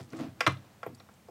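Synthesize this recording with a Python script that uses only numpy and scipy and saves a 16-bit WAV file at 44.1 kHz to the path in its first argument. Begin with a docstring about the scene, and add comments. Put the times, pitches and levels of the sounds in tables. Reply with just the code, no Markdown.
"""A lathe chuck, turned by hand close to the microphone in a quiet workshop.
Its loose steel parts clack twice, each blow a crack of contact and a short, gritty ring; the second,
against the stop, makes the lathe's body boom. A softer pair of knocks and a few small ticks follow.
A glove rustles as it takes hold, and the chuck scrapes and rumbles in tiny slips as it is dragged round.
Behind it all are the workshop's short tail and low, steady room noise."""
import sys
import numpy as np
from scipy import signal
from scipy.fft import rfft, irfft
from scipy.io import wavfile
from scipy.ndimage import uniform_filter1d

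SR = 44100
rng = np.random.default_rng(int(sys.argv[2]) if len(sys.argv) > 2 else 0)


def bounce(signal):
    """Save signal as a 16-bit WAV file at the path given by the first command-line argument."""
    frames = np.transpose(np.atleast_2d(signal))
    limited = np.clip(frames, -1, 1)
    pcm = np.round(limited * 32767).astype(np.int16)
    wavfile.write(sys.argv[1], SR, pcm)


N = 57330
T = np.arange(N) / SR


def amp(db):
    """Decibels to gain."""
    return 10 ** (np.asarray(db) / 20)


def unit(x):
    """Scales to rms 1."""
    return x / np.sqrt(np.mean(x ** 2) + 1e-20)


def burst(x):
    """Scales a short sound to the energy of 20 ms at rms 1."""
    return x * np.sqrt(.02 * SR / (np.sum(x ** 2) + 1e-20))


def fade(t60):
    """Exponential decay, 60 dB down after t60 seconds."""
    return np.exp(-np.log(1000) * T / t60)


def read(points, hz):
    """Reads (frequency, value) points on a log-frequency axis."""
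    point_hz, value = np.transpose(points)
    return np.interp(np.log(hz + 1), np.log(point_hz + 1), value)


def colour(x, spectrum):
    """Filters x by a spectrum and scales it to rms 1."""
    gain = amp(read(spectrum, np.fft.rfftfreq(N, 1 / SR)))
    return unit(irfft(rfft(x) * gain, N))


def band(x, lo, hi, order=2):
    """Causal band-pass from lo to hi Hz."""
    sos = signal.butter(order, [lo, min(hi, SR / 2 - 100)], "band", fs=SR, output="sos")
    return signal.sosfilt(sos, x)


def add(mix, start, sound):
    """Mixes a sound in at start seconds, or at 0 if that is negative."""
    part = mix[max(round(start * SR), 0):]
    part += sound[:len(part)]


def ring(modes):
    """Dying sines of a struck object; neighbouring modes swing in opposite directions."""
    return sum((-1) ** k * amp(db) * fade(t60) * np.sin(2 * np.pi * hz * T)
               for k, (hz, db, t60) in enumerate(modes))


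def hiss(spectrum, t60, even_hz=120):
    """A dying noise, evened out over spans of even_hz so that it keeps the given spectrum."""
    noise = rng.standard_normal(N) * fade(t60)
    bins = rfft(noise)
    local_power = uniform_filter1d(abs(bins) ** 2, round(even_hz * N / SR))
    even = irfft(bins / np.sqrt(local_power), N)
    return np.std(noise) * colour(even, spectrum)


def slips(per_s, spread_db=0.5):
    """A dense train of tiny slips of uneven size."""
    size = rng.standard_normal(N) * amp(spread_db * np.minimum(rng.exponential(1, N), 3))
    return size * (rng.random(N) < per_s / SR)


# edges of the six bands of a blow (frequency [Hz])
BAND_EDGES = [250, 450, 900, 1800, 3600, 7200, 15000]


def strike(modes, dense, damping_t60, levels, crack_db, crack_t60, grit_db, grit_t60, rise_s):
    """A bright crack, clear modes and a gritty ring; how the parts meet damps them and weights each band."""
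    bright = [(hz, db + 5 * np.log2(hz)) for hz, db in dense]  # tilted up 5 dB per octave
    crack = amp(crack_db) * hiss(bright, crack_t60)
    grit = amp(grit_db) * hiss(dense, grit_t60)
    blow = (ring(modes) + crack + grit) * np.minimum(T / rise_s, 1) * fade(damping_t60)
    return sum((-1) ** k * amp(db) * burst(band(blow, lo, hi, order=3))
               for k, (db, lo, hi) in enumerate(zip(levels, BAND_EDGES, BAND_EDGES[1:])))


# clear modes of the stop (frequency [Hz], relative level [dB], t60 [s])
STOP_MODES = [(310, -5, .1), (405, -7, .1), (675, -3, .11), (984, -8, .08), (1084, 1, .085),
              (1184, -2, .055), (1222, 1, .075), (1420, -6, .08), (2060, 2, .1), (2369, -2, .1),
              (2510, -5, .08), (2966, -6, .1), (3270, -6, .07), (4034, -2, .12), (4165, -7, .1),
              (5787, -4, .03), (7962, -16, .08)]
# spectrum of its dense modes (frequency [Hz], relative density [dB])
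STOP_DENSE = [(300, 3), (850, -8), (1250, -5), (1800, -4.5), (3000, -5.5), (4150, -5), (4450, -16.5),
              (5800, -11), (7000, -22), (15000, -43.5)]
# blows on the stop (time [s], contact damping t60 [s], level in each of the six bands [dB])
STOP_BLOWS = [(0.4647, 0.63, -40.5, -33.5, -27, -30, -38.5, -50.5),
              (0.4685, 0.074, -41.5, -37.5, -28, -40, -52.5, -54),
              (0.4745, 0.076, -35.5, -38, -30, -39, -48.5, -46.5)]


def stop_clack():
    """Close to the microphone, the chuck hits its stop with a heavy clack and chatters against it."""
    out = np.zeros(N)
    for start, damping_t60, *levels in STOP_BLOWS:
        clack = strike(STOP_MODES, STOP_DENSE, damping_t60, levels,
                       crack_db=12, crack_t60=0.035, grit_db=2, grit_t60=0.16, rise_s=0.00068)
        add(out, start, clack)
    return out


# clear modes of the chuck (frequency [Hz], relative level [dB], t60 [s])
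CHUCK_MODES = [(385, -9, .03), (496, -4, .085), (688, -3, .06), (765, -7, .05), (820, -7, .05),
               (1102, -1, .055), (1371, 4, .06), (1540, -3, .05), (1606, 0, .06), (1899, -3, .055),
               (2045, -2, .05), (2260, 0, .055), (2422, -3, .065), (3350, 0, .016), (4786, -11, .055),
               (5060, -13, .055), (5640, -3, .02)]
# spectrum of its dense modes (frequency [Hz], relative density [dB])
CHUCK_DENSE = [(330, -3.5), (700, -11), (1000, -1.5), (1500, -2.5), (2450, -1), (2950, -6), (3450, -6.5),
               (3850, -18.5), (4400, -15.5), (5000, -7.5), (6200, -18.5), (7200, -20), (8500, -11),
               (15000, -21.5)]
# blows in the chuck (time [s], contact damping t60 [s], level in each of the six bands [dB])
CHUCK_BLOWS = [(0.0, 0.71, -50, -73, -74, -88, -66, -74), (0.131, 0.25, -48.5, -60, -53, -61, -81, -71.5),
               (0.196, .15, -47, -48.5, -65, -71, -74, -74), (0.4055, 0.72, -49, -35, -31, -31, -38, -53.5),
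               (0.8298, 0.35, -76, -44, -42, -56, -62.5, -77),
               (0.8626, 0.4, -40.5, -41, -57, -57, -86, -76), (1.001, 0.22, -82, -60, -63, -64.5, -86, -92),
               (1.087, 0.53, -77, -58.5, -61, -78, -87, -99),
               (1.2843, 0.91, -52.5, -52, -89, -75, -75, -85)]


def chuck_knocks():
    """Loose steel parts knock together and set the chuck ringing."""
    out = np.zeros(N)
    for start, damping_t60, *levels in CHUCK_BLOWS:
        knock = strike(CHUCK_MODES, CHUCK_DENSE, damping_t60, levels,
                       crack_db=9, crack_t60=0.033, grit_db=-1, grit_t60=0.12, rise_s=0.0013)
        add(out, start, knock)
    return out


# modes of the lathe's body (frequency [Hz], relative level [dB], t60 [s])
BODY_MODES = [(98.8, 3.5, 0.32), (129.4, 7.5, .27), (172, 0.5, 0.24), (250, -40.5, 0.38), (311, -17, 0.79)]
# jolts that reach the body (time [s], level [dB])
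BODY_JOLTS = [(-0.01, -49), (0.275, -49), (0.467, -33.5), (0.511, -38), (0.864, -53), (0.924, -56.5)]


def body_boom(rise_s=0.015):
    """The lathe's body swells and hums after each jolt."""
    out = np.zeros(N)
    hum = ring(BODY_MODES) * np.minimum(T / rise_s, 1)
    for start, db in BODY_JOLTS:
        add(out, start, amp(db) * hum)
    return out


# drag of the turning chuck (time [s], rumble level [dB], scrape level [dB])
DRAG_LEVELS = [(0.0, -42.5, -47), (0.06, -58.5, -73.5), (0.114, -59, -66), (0.131, -40, -53),
               (0.178, -41, -51.5), (0.202, -36.5, -43), (0.248, -38, -49), (0.288, -47, -57),
               (0.352, -64.5, -72.5), (0.402, -56, -55.5), (0.839, -78, -70.5), (0.898, -46, -66),
               (0.96, -64, -76), (1.04, -64.5, -71)]
# its hollow resonances (frequency [Hz], width [Hz], relative level [dB])
HOLLOW_RESONANCES = [(111, 27, -11), (147, 90, -5), (252.8, 39, 2), (318.3, 21.3, 0), (421, 120, -11)]
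# spectrum of its scrape (frequency [Hz], relative density [dB])
SCRAPE_SPECTRUM = [(80, -35), (300, -1.5), (650, 10), (900, 1), (1300, 1.5), (2500, -6), (5000, -12),
                   (9000, -24.5), (16000, -32)]


def chuck_drag(slips_per_s=5000):
    """Slips scrape and stir hollow resonances as the chuck is pulled round."""
    times, rumble_db, scrape_db = np.transpose(DRAG_LEVELS)
    turning = T < times[-1]
    rumble_gain = amp(np.interp(T, times, rumble_db)) * turning
    scrape_gain = amp(np.interp(T, times, scrape_db)) * turning
    hollow = np.zeros(N)
    for hz, width, db in HOLLOW_RESONANCES:
        resonance = band(slips(slips_per_s), hz - width / 2, hz + width / 2)
        hollow += amp(db) * unit(rumble_gain * resonance)
    rumble = np.sqrt(np.mean(rumble_gain ** 2)) * unit(hollow)
    return rumble + scrape_gain * colour(slips(slips_per_s), SCRAPE_SPECTRUM)


# light ticks of steel (time [s], level [dB], centre frequency [Hz])
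STEEL_TICKS = [(0.103, -65.5, 5300), (0.123, -66, 5200), (0.191, -65.5, 6750), (0.522, -64.5, 7900),
               (0.863, -68, 11600), (0.57, -63, 3330), (0.948, -65.5, 7500), (0.951, -71, 10000),
               (0.999, -60.5, 3520), (1.139, -72.5, 6500)]


def steel_ticks(t60=0.038, edge_ratio=1.26):
    """Light contacts, each a quickly dying band of treble noise."""
    out = np.zeros(N)
    for start, db, hz in STEEL_TICKS:
        tick = band(rng.standard_normal(N) * fade(t60), hz / edge_ratio, hz * edge_ratio)
        add(out, start, amp(db) * burst(tick))
    return out


# pings and squeaks (time [s], level [dB], frequency [Hz], width [Hz], rise [s], t60 [s])
STEEL_PINGS = [(0.863, -63, 12060, 400, .001, .07), (0.9467, -63.5, 4700, 500, 0.0014, .025),
               (0.974, -67, 5580, 69, 0.018, .18)]


def steel_pings():
    """Steel on steel pings and squeaks thinly, in narrow bands of noise."""
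    out = np.zeros(N)
    for start, db, hz, width, rise_s, t60 in STEEL_PINGS:
        narrow = band(rng.standard_normal(N), hz - width / 2, hz + width / 2)
        ping = narrow * np.minimum(T / rise_s, 1) * fade(t60)
        add(out, start, amp(db) * burst(ping))
    return out


# rustles of the glove (peak time [s], level [dB], half length [s])
GLOVE_RUSTLES = [(0.004, -64, 0.065), (0.172, -58, 0.014)]


def glove(snags_per_s=600, low_hz=3270, high_hz=8300):
    """Near the microphone, the glove rustles in tiny snags as it takes hold."""
    swell = sum(amp(db) * np.exp(-((T - peak) / half) ** 2) for peak, db, half in GLOVE_RUSTLES)
    return swell * unit(band(slips(snags_per_s), low_hz, high_hz))


# decay of the workshop (frequency [Hz], t60 [s])
WORKSHOP_DECAY = [(100, 0.42), (400, 0.14), (1500, 0.18), (5000, 0.2), (15000, 0.15)]


def workshop_tail(x, delay_s=0.018):
    """The workshop's reflections reach the microphone as a short tail, longest in the bass."""
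    reflections = rng.standard_normal(N) * (rng.random(N) < .1)
    hz, t, bins = signal.stft(reflections, SR, nperseg=256)
    decay = np.exp(-np.log(1000) * t / read(WORKSHOP_DECAY, hz)[:, None])
    tail = signal.istft(bins * decay, SR, nperseg=256)[1][:N] * (T > delay_s)
    return signal.fftconvolve(x, tail / np.linalg.norm(tail))[:N]


# spectrum of the quiet workshop (frequency [Hz], relative density [dB])
ROOM_TONE_SPECTRUM = [(25, -52), (60, 4.5), (95, 5.5), (135, 2.5), (165, 1.5), (200, 7.5), (260, -3),
                      (400, -7), (1000, -10), (1500, -14), (5000, -21.5), (8000, -22.5), (10000, -26),
                      (16000, -26)]


def room_tone():
    """Low, steady noise of the workshop behind the lathe."""
    return colour(rng.standard_normal(N), ROOM_TONE_SPECTRUM)


def scene():
    """The lathe up close, with the workshop well below it in level; mono."""
    steel = chuck_knocks() + stop_clack() + steel_ticks() + steel_pings()
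    workshop = amp(-59) * room_tone() + amp(-16) * workshop_tail(steel)
    return (steel + body_boom() + chuck_drag() + glove() + workshop)[None]


def record(dry):
    """The microphone rolls off the deep bass and cuts the highest treble."""
    low_hz, high_hz = 80.5, 15900
    high_pass = signal.butter(4, low_hz, "high", fs=SR, output="sos")
    low_pass = signal.firwin(511, high_hz, window=("kaiser", 9), fs=SR)
    return signal.oaconvolve(signal.sosfilt(high_pass, dry), low_pass[None], "same")


dry = scene()
out = record(dry)
bounce(out)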